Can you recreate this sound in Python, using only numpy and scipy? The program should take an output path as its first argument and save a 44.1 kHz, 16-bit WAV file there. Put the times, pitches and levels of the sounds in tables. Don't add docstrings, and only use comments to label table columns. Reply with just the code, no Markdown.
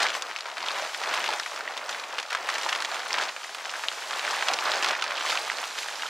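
import sys
import numpy as np
from scipy import signal
from scipy.fft import rfft, irfft, next_fast_len
from scipy.io import wavfile
from scipy.ndimage import uniform_filter1d, map_coordinates

SR = 44100
rng = np.random.default_rng(int(sys.argv[2]) if len(sys.argv) > 2 else 0)


def wrap_up_sound(samples):
    columns = np.atleast_2d(samples).T
    tamed = np.clip(columns, -1, 1)
    steps = np.round(tamed * 32767).astype(np.int16)
    wavfile.write(sys.argv[1], SR, steps)


N = 268561

# start_s [s], energy_db [dB], centre_hz [Hz], tail_db [dB against the front]
BIG_SNAPS = [(0.002, 0, 1450, 15), (0.027, 0, 1795, 18), (0.0301, -1, 4530, 6.5), (0.042, -5, 2780, 9),
             (0.0527, -2, 1695, 4), (0.066, 0.5, 1966, 1.5), (0.103, -6, 3728, -3), (0.151, -2.5, 1783, 8),
             (0.2222, -3.5, 5370, 0), (0.3623, -4, 2700, -4), (0.3867, -8.5, 2470, 7),
             (0.4076, -8, 4300, -2.5), (0.4569, -8.5, 1650, 4.5), (0.5694, -7.5, 1940, 5),
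             (0.5813, -8, 2720, 2), (0.6627, -7.5, 3760, -1.5), (0.6848, -1, 3170, -2),
             (0.823, -6, 620, -19), (0.946, -4, 2110, 8), (1.016, -6, 1000, -3), (1.036, -3, 2300, 11),
             (1.1386, 0, 2590, 13), (1.1757, -2.5, 1830, 3), (1.2037, -5, 3000, 0), (1.2415, -3, 1850, 7),
             (1.261, -3, 2620, 7), (1.2895, -5.5, 3750, 4), (1.29, 0.5, 890, -6), (1.335, -3, 2150, 5),
             (1.3981, -1.5, 1450, 1), (1.398, -3, 4400, -4), (1.434, -10, 3260, -5), (1.461, -5, 1740, 6),
             (1.5614, -10.5, 4160, 4), (1.6076, -6, 1530, 1), (1.677, -3.5, 1900, -20),
             (1.776, -5.5, 3000, 13), (1.892, -4, 2780, 20), (1.9272, -8, 3460, 0), (1.947, -6, 1860, -2),
             (1.9978, -8.5, 1950, 15), (2.038, -9.5, 2520, 0), (2.1833, -2, 1900, 0), (2.187, -3, 2620, 3),
             (2.199, -5, 2170, 13), (2.2281, -8, 1450, 13), (2.3047, -6.5, 2520, 14),
             (2.3219, -5.5, 1370, -14), (2.3284, -2, 2000, 9), (2.3494, 3, 1400, 4.5), (2.4893, 2, 1590, 4),
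             (2.5, -3, 2200, 12), (2.54, -7, 4600, 19), (2.557, -3.5, 1750, 5), (2.5823, -4, 2350, 13),
             (2.633, -4.5, 3100, 20), (2.663, -2, 970, 3), (2.6889, -2.5, 2800, 4), (2.693, -2, 3180, 11),
             (2.7274, 3, 1930, 7.5), (2.75, -3.5, 1600, 11), (2.759, -3.5, 1800, 9), (2.804, -6.5, 4060, 5),
             (2.822, -2, 2300, 23), (2.848, -0.5, 2900, 6), (2.9437, -5.5, 3400, 14),
             (3.002, -5.5, 1660, 7), (3.1057, -3, 2060, 6), (3.13, -1.5, 5300, -11), (3.141, 1, 1400, 4),
             (3.1843, -1.5, 2840, 3), (3.212, -3, 2700, 12), (3.2246, -3, 1740, 7), (3.2921, -6, 1730, 9),
             (3.3639, -7.5, 1500, 6), (3.4399, -11.5, 2300, 19), (3.5472, -8.5, 3160, 5),
             (3.655, -6.5, 2160, 3), (3.6949, -7, 2880, 4), (3.7384, -7.5, 1820, 3),
             (3.8375, -3.5, 1500, 2), (3.8848, 2.5, 3340, -7), (3.9153, -7.5, 1590, 6),
             (4.1088, -4.5, 1810, 11), (4.132, -4, 1640, -1), (4.1945, -3, 2750, 4), (4.25, -3.5, 2370, 1),
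             (4.2782, -1.5, 1650, -3), (4.3079, -5.5, 4210, 11), (4.4246, 1.5, 1700, 2.5),
             (4.4845, 5, 2400, 11), (4.5012, -2.5, 756, -15), (4.5358, 0.5, 4600, 4), (4.588, -2, 3500, -1),
             (4.6241, -2.5, 1670, 0), (4.718, -0.5, 4200, -2), (4.826, 0.5, 2720, -2),
             (4.832, -2.5, 2280, 14), (4.845, 3.5, 2500, 6), (4.8611, -3.5, 3320, 6),
             (4.8864, -1.5, 4400, 7), (4.9096, -3.5, 1780, 11), (4.951, -3, 2190, 1), (5.023, 0.5, 3080, 6),
             (5.04, -2, 2060, 14), (5.1083, -3.5, 2000, 0), (5.263, -4, 2620, 4.5),
             (5.2999, -2.5, 2550, 0.5), (5.3206, -3.5, 1710, 9), (5.354, -5, 3295, 6), (5.374, 0, 2520, -4),
             (5.4997, 0, 2010, -13.5), (5.5168, -5.5, 1630, 3.5), (5.5845, -5.5, 2620, 1),
             (5.6294, -6, 1080, -1.5), (5.6404, -8, 2900, -7), (5.7864, -3, 3830, 9), (5.831, -8, 2350, 4),
             (5.8851, -6.5, 2130, 4), (6.022, -4.5, 2658, -0.5)]
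# pitch_hz [Hz], relative level_db [dB per Hz]
FOLD_COLOUR = [(20, -46), (70, -56), (120, -30), (250, -16), (400, -9), (600, -0.5), (900, 1.5),
               (1400, -0.5), (2500, -4), (6000, -34)]
CREASE_COLOUR = [(100, -27), (400, -23), (900, -0.5), (1500, -0.5), (2200, -5), (3200, -3.5), (5000, -6.5),
                 (8000, -15.5), (12000, -29), (16000, -60)]
SLIDE_COLOUR = [(300, -33.5), (1500, -4), (4000, -2), (7000, -6.5), (10000, -16), (13000, -22.5),
                (16000, -41)]
# pitch_hz [Hz], side_db [dB against mid]
PORT_WIDTH = [(100, -15), (500, -19.5), (2000, -19), (4000, -16), (8000, -13), (13000, -10.5)]
# time_s [s], left_minus_right_db [dB]
SHEET_PLACE = [(0, .9), (1.3, .5), (2.2, 0), (4.2, -.2), (5.2, -1.1), (6.1, -1.5)]
# peak_s [s], length_s [s], crinkle_db [dB],
# fold_db [dB against the crinkling]
SHEET_PULLS = [(.015, .11, -27, -8.5), (.155, .05, -35, -6), (.25, .14, -44.5, -1), (.51, .07, -45, -3),
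               (.625, .07, -37.5, -7), (0.791, .17, -34.5, -6), (1.161, .22, -33, -5),
               (1.33, .08, -41, 0.5), (1.68, .32, -43.5, -1), (1.961, .16, -44.5, 0), (2.14, .09, -54, 7),
               (2.338, .04, -34.5, -8), (2.42, .08, -41.5, -1), (2.531, .1, -35, -6),
               (2.66, .08, -36, -4.5), (2.779, .1, -38, -3), (2.965, .14, -38.5, -3.5),
               (3.135, .07, -37.5, -7), (3.215, .09, -32.5, -6.5), (3.8, .24, -44.5, -4),
               (4.11, .13, -42, -4), (4.339, .22, -32, -8), (4.511, .08, -38, 1), (4.715, .16, -30.5, -5),
               (4.879, .11, -32, -5), (5.101, .22, -34.5, -7.5), (5.305, .11, -30.5, -10),
               (5.48, .25, -36.5, -6), (6.02, .35, -39, -8)]
# start_s [s], end_s [s], hiss_db [dB]
SHEET_DRAGS = [(0.01, 0.038, -52), (0.153, 0.175, -44.5), (0.687, 1.57, -52), (1.878, 2.018, -56),
               (2.474, 2.721, -51.5), (2.713, 3.718, -55.5), (2.893, 2.963, -51.5), (3.738, 4.919, -50.5),
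               (4.29, 4.479, -51), (5.185, 6.116, -50), (5.28, 5.341, -44.5), (5.787, 5.831, -45.5)]

TOP_HZ = 15800
REST_CRINKLE_DB, REST_FOLD_DB = -44.5, -49.5
FOLD_GAIN_DB, CRINKLE_GAIN_DB = 4.5, -0.63
DRAG_EDGE_S, REST_SLIDE_DB = .02, -57
RING_Q, RING_LOSS = 2.2, 0.79
AFTERMATH_DB, AFTERMATH_S = -41, .013
BILLOW_HZ, BILLOW_GROWS = 400, 0.13
PANEL_HZ, PANEL_Q, PANEL_DB = 1000, 0.87, -3


def snaps():
    start_s, energy_db, centre_hz, tail_db = np.transpose(BIG_SNAPS)
    q = RING_Q * amp(-RING_LOSS * tail_db)
    rows = buckles(centre_hz, tail_db, q, t60=.028, late_db=-19, late_t60=.07,
                   edge_hz=7400, low_hz=420, size=2048, panel_gain=amp(PANEL_DB))
    return placed(np.round(start_s * SR), rows * amp(energy_db)[:, None])


def buckles(centre_hz, tail_db, q, t60, late_db, late_t60, edge_hz, low_hz, size, panel_gain=0):
    t = np.arange(size) / SR
    hz = np.fft.rfftfreq(size, 1 / SR)
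    s = 1j * hz / centre_hz[:, None]
    facet = s / (1 + s / np.maximum(q, .5)[:, None] + s * s)
    p = 1j * hz / PANEL_HZ
    panel = panel_gain * p / (1 + p / PANEL_Q + p * p)
    edge = 1j * hz / edge_hz
    flip = 1 / (1 + np.sqrt(2) * edge + edge * edge) ** 2
    low = 1j * hz / low_hz
    radiated = (facet - panel) * flip * low / (1 + low)

    shape = (len(centre_hz), size)
    pops = .22 * rng.standard_normal(shape) * amp(-60 * t / .004)
    pops = pops + (t == 0)
    front = unit_energy(irfft(rfft(pops) * radiated, size))
    fade = amp(-60 * t / t60) + amp(late_db - 60 * t / late_t60)
    waves = rng.standard_normal(shape) * fade
    tail = unit_energy(irfft(rfft(waves) * radiated, size))
    return unit_energy(front + amp(tail_db)[:, None] * tail)


def crinkles(level_db, burst_db):
    ticks = swarm(level_db, centre_hz=2800, scatter=1.0, spread_db=13.5, tail_db=1,
                  edge_hz=10000, count=1800)
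    rustle = coloured(rng.standard_normal(N), CREASE_COLOUR)
    grain = coloured(ticks, CREASE_COLOUR) + amp(-10) * rustle
    return amp(level_db + 0.47 + burst_db) * unit(grain)


def swarm(level_db, centre_hz, scatter, spread_db, tail_db, edge_hz, count):
    density = unit(amp(level_db / 2))
    when, pitch, size, taut, blur = rng.random((count, 5)).T
    turns = (np.arange(count) + 2 * when) / (count + 2)
    starts = np.searchsorted(np.cumsum(density) / density.sum(), turns)
    hz = centre_hz * np.exp(scatter * (2 * pitch - 1))
    tails = tail_db + 10 * (blur - .5)
    q = 0.66 + 4 * taut ** 2
    rows = buckles(hz, tails, q, t60=.02, late_db=-26, late_t60=.05,
                   edge_hz=edge_hz, low_hz=400, size=640)
    sizes = amp(spread_db * size ** 2)
    track = placed(starts, rows * sizes[:, None])
    return unit(track / np.sqrt(density))


def avalanches(rate, life, depth_db):
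    chance, size = rng.random((2, N))
    kicks = (chance < rate / SR) * (1 + 2 * size)
    activity = dying(kicks, life)
    swell = np.tanh(activity / 3)
    for _ in range(2):
        swell = uniform_filter1d(swell, size=48)
    return depth_db * unit(swell - swell.mean())


def aftermath():
    start_s, energy_db, _, _ = np.transpose(BIG_SNAPS)
    power = amp(energy_db + AFTERMATH_DB) ** 2
    kicks = np.bincount(np.round(start_s * SR).astype(int), power, N)
    return dying(kicks, AFTERMATH_S)


def pulled(peak_s, length_s, level_db, rest_db):
    t = np.arange(N) / SR
    power = amp(rest_db) ** 2
    for peak, length, db in zip(peak_s, length_s, level_db):
        power = power + amp(db) ** 2 * .5 ** ((2 * (t - peak) / length) ** 2)
    return to_db(power)


def folds(level_db, burst_db):
    bumps = swarm(level_db, centre_hz=733, scatter=0.82, spread_db=8, tail_db=1,
                  edge_hz=4200, count=1600)
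    rumble = coloured(rng.standard_normal(N), FOLD_COLOUR)
    grain = unit(coloured(bumps, FOLD_COLOUR) + amp(1.0) * rumble)
    billow = filtered(grain, lambda hz: 1 / (1 + (hz / BILLOW_HZ) ** 4))
    billow_gain = amp(BILLOW_GROWS * (level_db - level_db.mean()))
    grain = grain - billow + billow * billow_gain
    return amp(level_db + 1.5 + 0.5 * burst_db) * grain


def slide(level_db):
    catches = swarm(level_db, centre_hz=5600, scatter=.5, spread_db=20, tail_db=0,
                    edge_hz=12000, count=500)
    hiss = coloured(rng.standard_normal(N), SLIDE_COLOUR)
    flutter_db = avalanches(rate=70, life=.008, depth_db=.6)
    return amp(level_db + 9.0 + flutter_db) * unit(hiss + amp(-12) * catches)


def dragged():
    t = np.arange(N) / SR

    def step(s):
        return .5 + .5 * np.tanh((t - s) / DRAG_EDGE_S)

    power = amp(REST_SLIDE_DB) ** 2
    for start_s, end_s, hiss_db in SHEET_DRAGS:
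        power = power + amp(hiss_db) ** 2 * step(start_s) * (1 - step(end_s))
    return to_db(power)


def ports(x):
    t = np.arange(SR // 200) / SR
    paths = unit_energy(rng.standard_normal((6, len(t))) * amp(-60 * t / .008))
    shares = np.array([wobble(25) for _ in paths])
    arrivals = signal.fftconvolve(x[None], paths, axes=1)[:, :N]
    side = (arrivals * shares).sum(0) / np.linalg.norm(shares, axis=0)
    side = filtered(side, lambda hz: amp(along(PORT_WIDTH, hz)))
    time_s, balance_db = np.transpose(SHEET_PLACE)
    pan_db = np.interp(np.arange(N) / SR, time_s, balance_db)
    left = (x + side) * amp(pan_db / 2)
    right = (x - side) * amp(-pan_db / 2)
    return np.array([left, right])


def amp(db):
    return 10 ** (np.asarray(db) / 20)


def to_db(power):
    return 10 * np.log10(power)


def unit(x):
    return x / np.sqrt(np.mean(x ** 2) + 1e-20)


def unit_energy(rows):
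    return rows / np.linalg.norm(rows, axis=-1, keepdims=True)


def along(points, hz):
    f, v = np.transpose(points)
    return np.interp(np.log(hz + 1), np.log(f + 1), v)


def wobble(rate):
    knots = rng.standard_normal(4096)
    return map_coordinates(knots, [np.arange(N) * rate / SR], mode="wrap")


def dying(kicks, life_s):
    return signal.lfilter([1], [1, -np.exp(-1 / (life_s * SR))], kicks)


def filtered(x, response):
    m = next_fast_len(N + SR // 4)
    return irfft(rfft(x, m) * response(np.fft.rfftfreq(m, 1 / SR)), m)[..., :N]


def coloured(x, spectrum):
    return unit(filtered(x, lambda hz: amp(along(spectrum, hz))))


def placed(starts, rows):
    index = np.maximum(starts, 0).astype(int)[:, None] + np.arange(rows.shape[1])
    return np.bincount(index.ravel(), rows.ravel(), N)[:N]


def scene():
    peak_s, length_s, pull_db, weight_db = np.transpose(SHEET_PULLS)
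    crinkle_db = pulled(peak_s, length_s, pull_db, REST_CRINKLE_DB) + CRINKLE_GAIN_DB
    crinkle_db = to_db(amp(crinkle_db) ** 2 + aftermath())
    fold_db = pulled(peak_s, length_s, pull_db + weight_db, REST_FOLD_DB) + FOLD_GAIN_DB
    overlap = unit(amp(crinkle_db / 2))
    burst_db = avalanches(rate=60, life=.009, depth_db=1.5) / overlap
    sheet = snaps() + crinkles(crinkle_db, burst_db) + folds(fold_db, burst_db)
    return ports(sheet + slide(dragged()))


def record(dry):
    return filtered(dry, lambda hz: hz < TOP_HZ)


dry = scene()
out = record(dry)
wrap_up_sound(out)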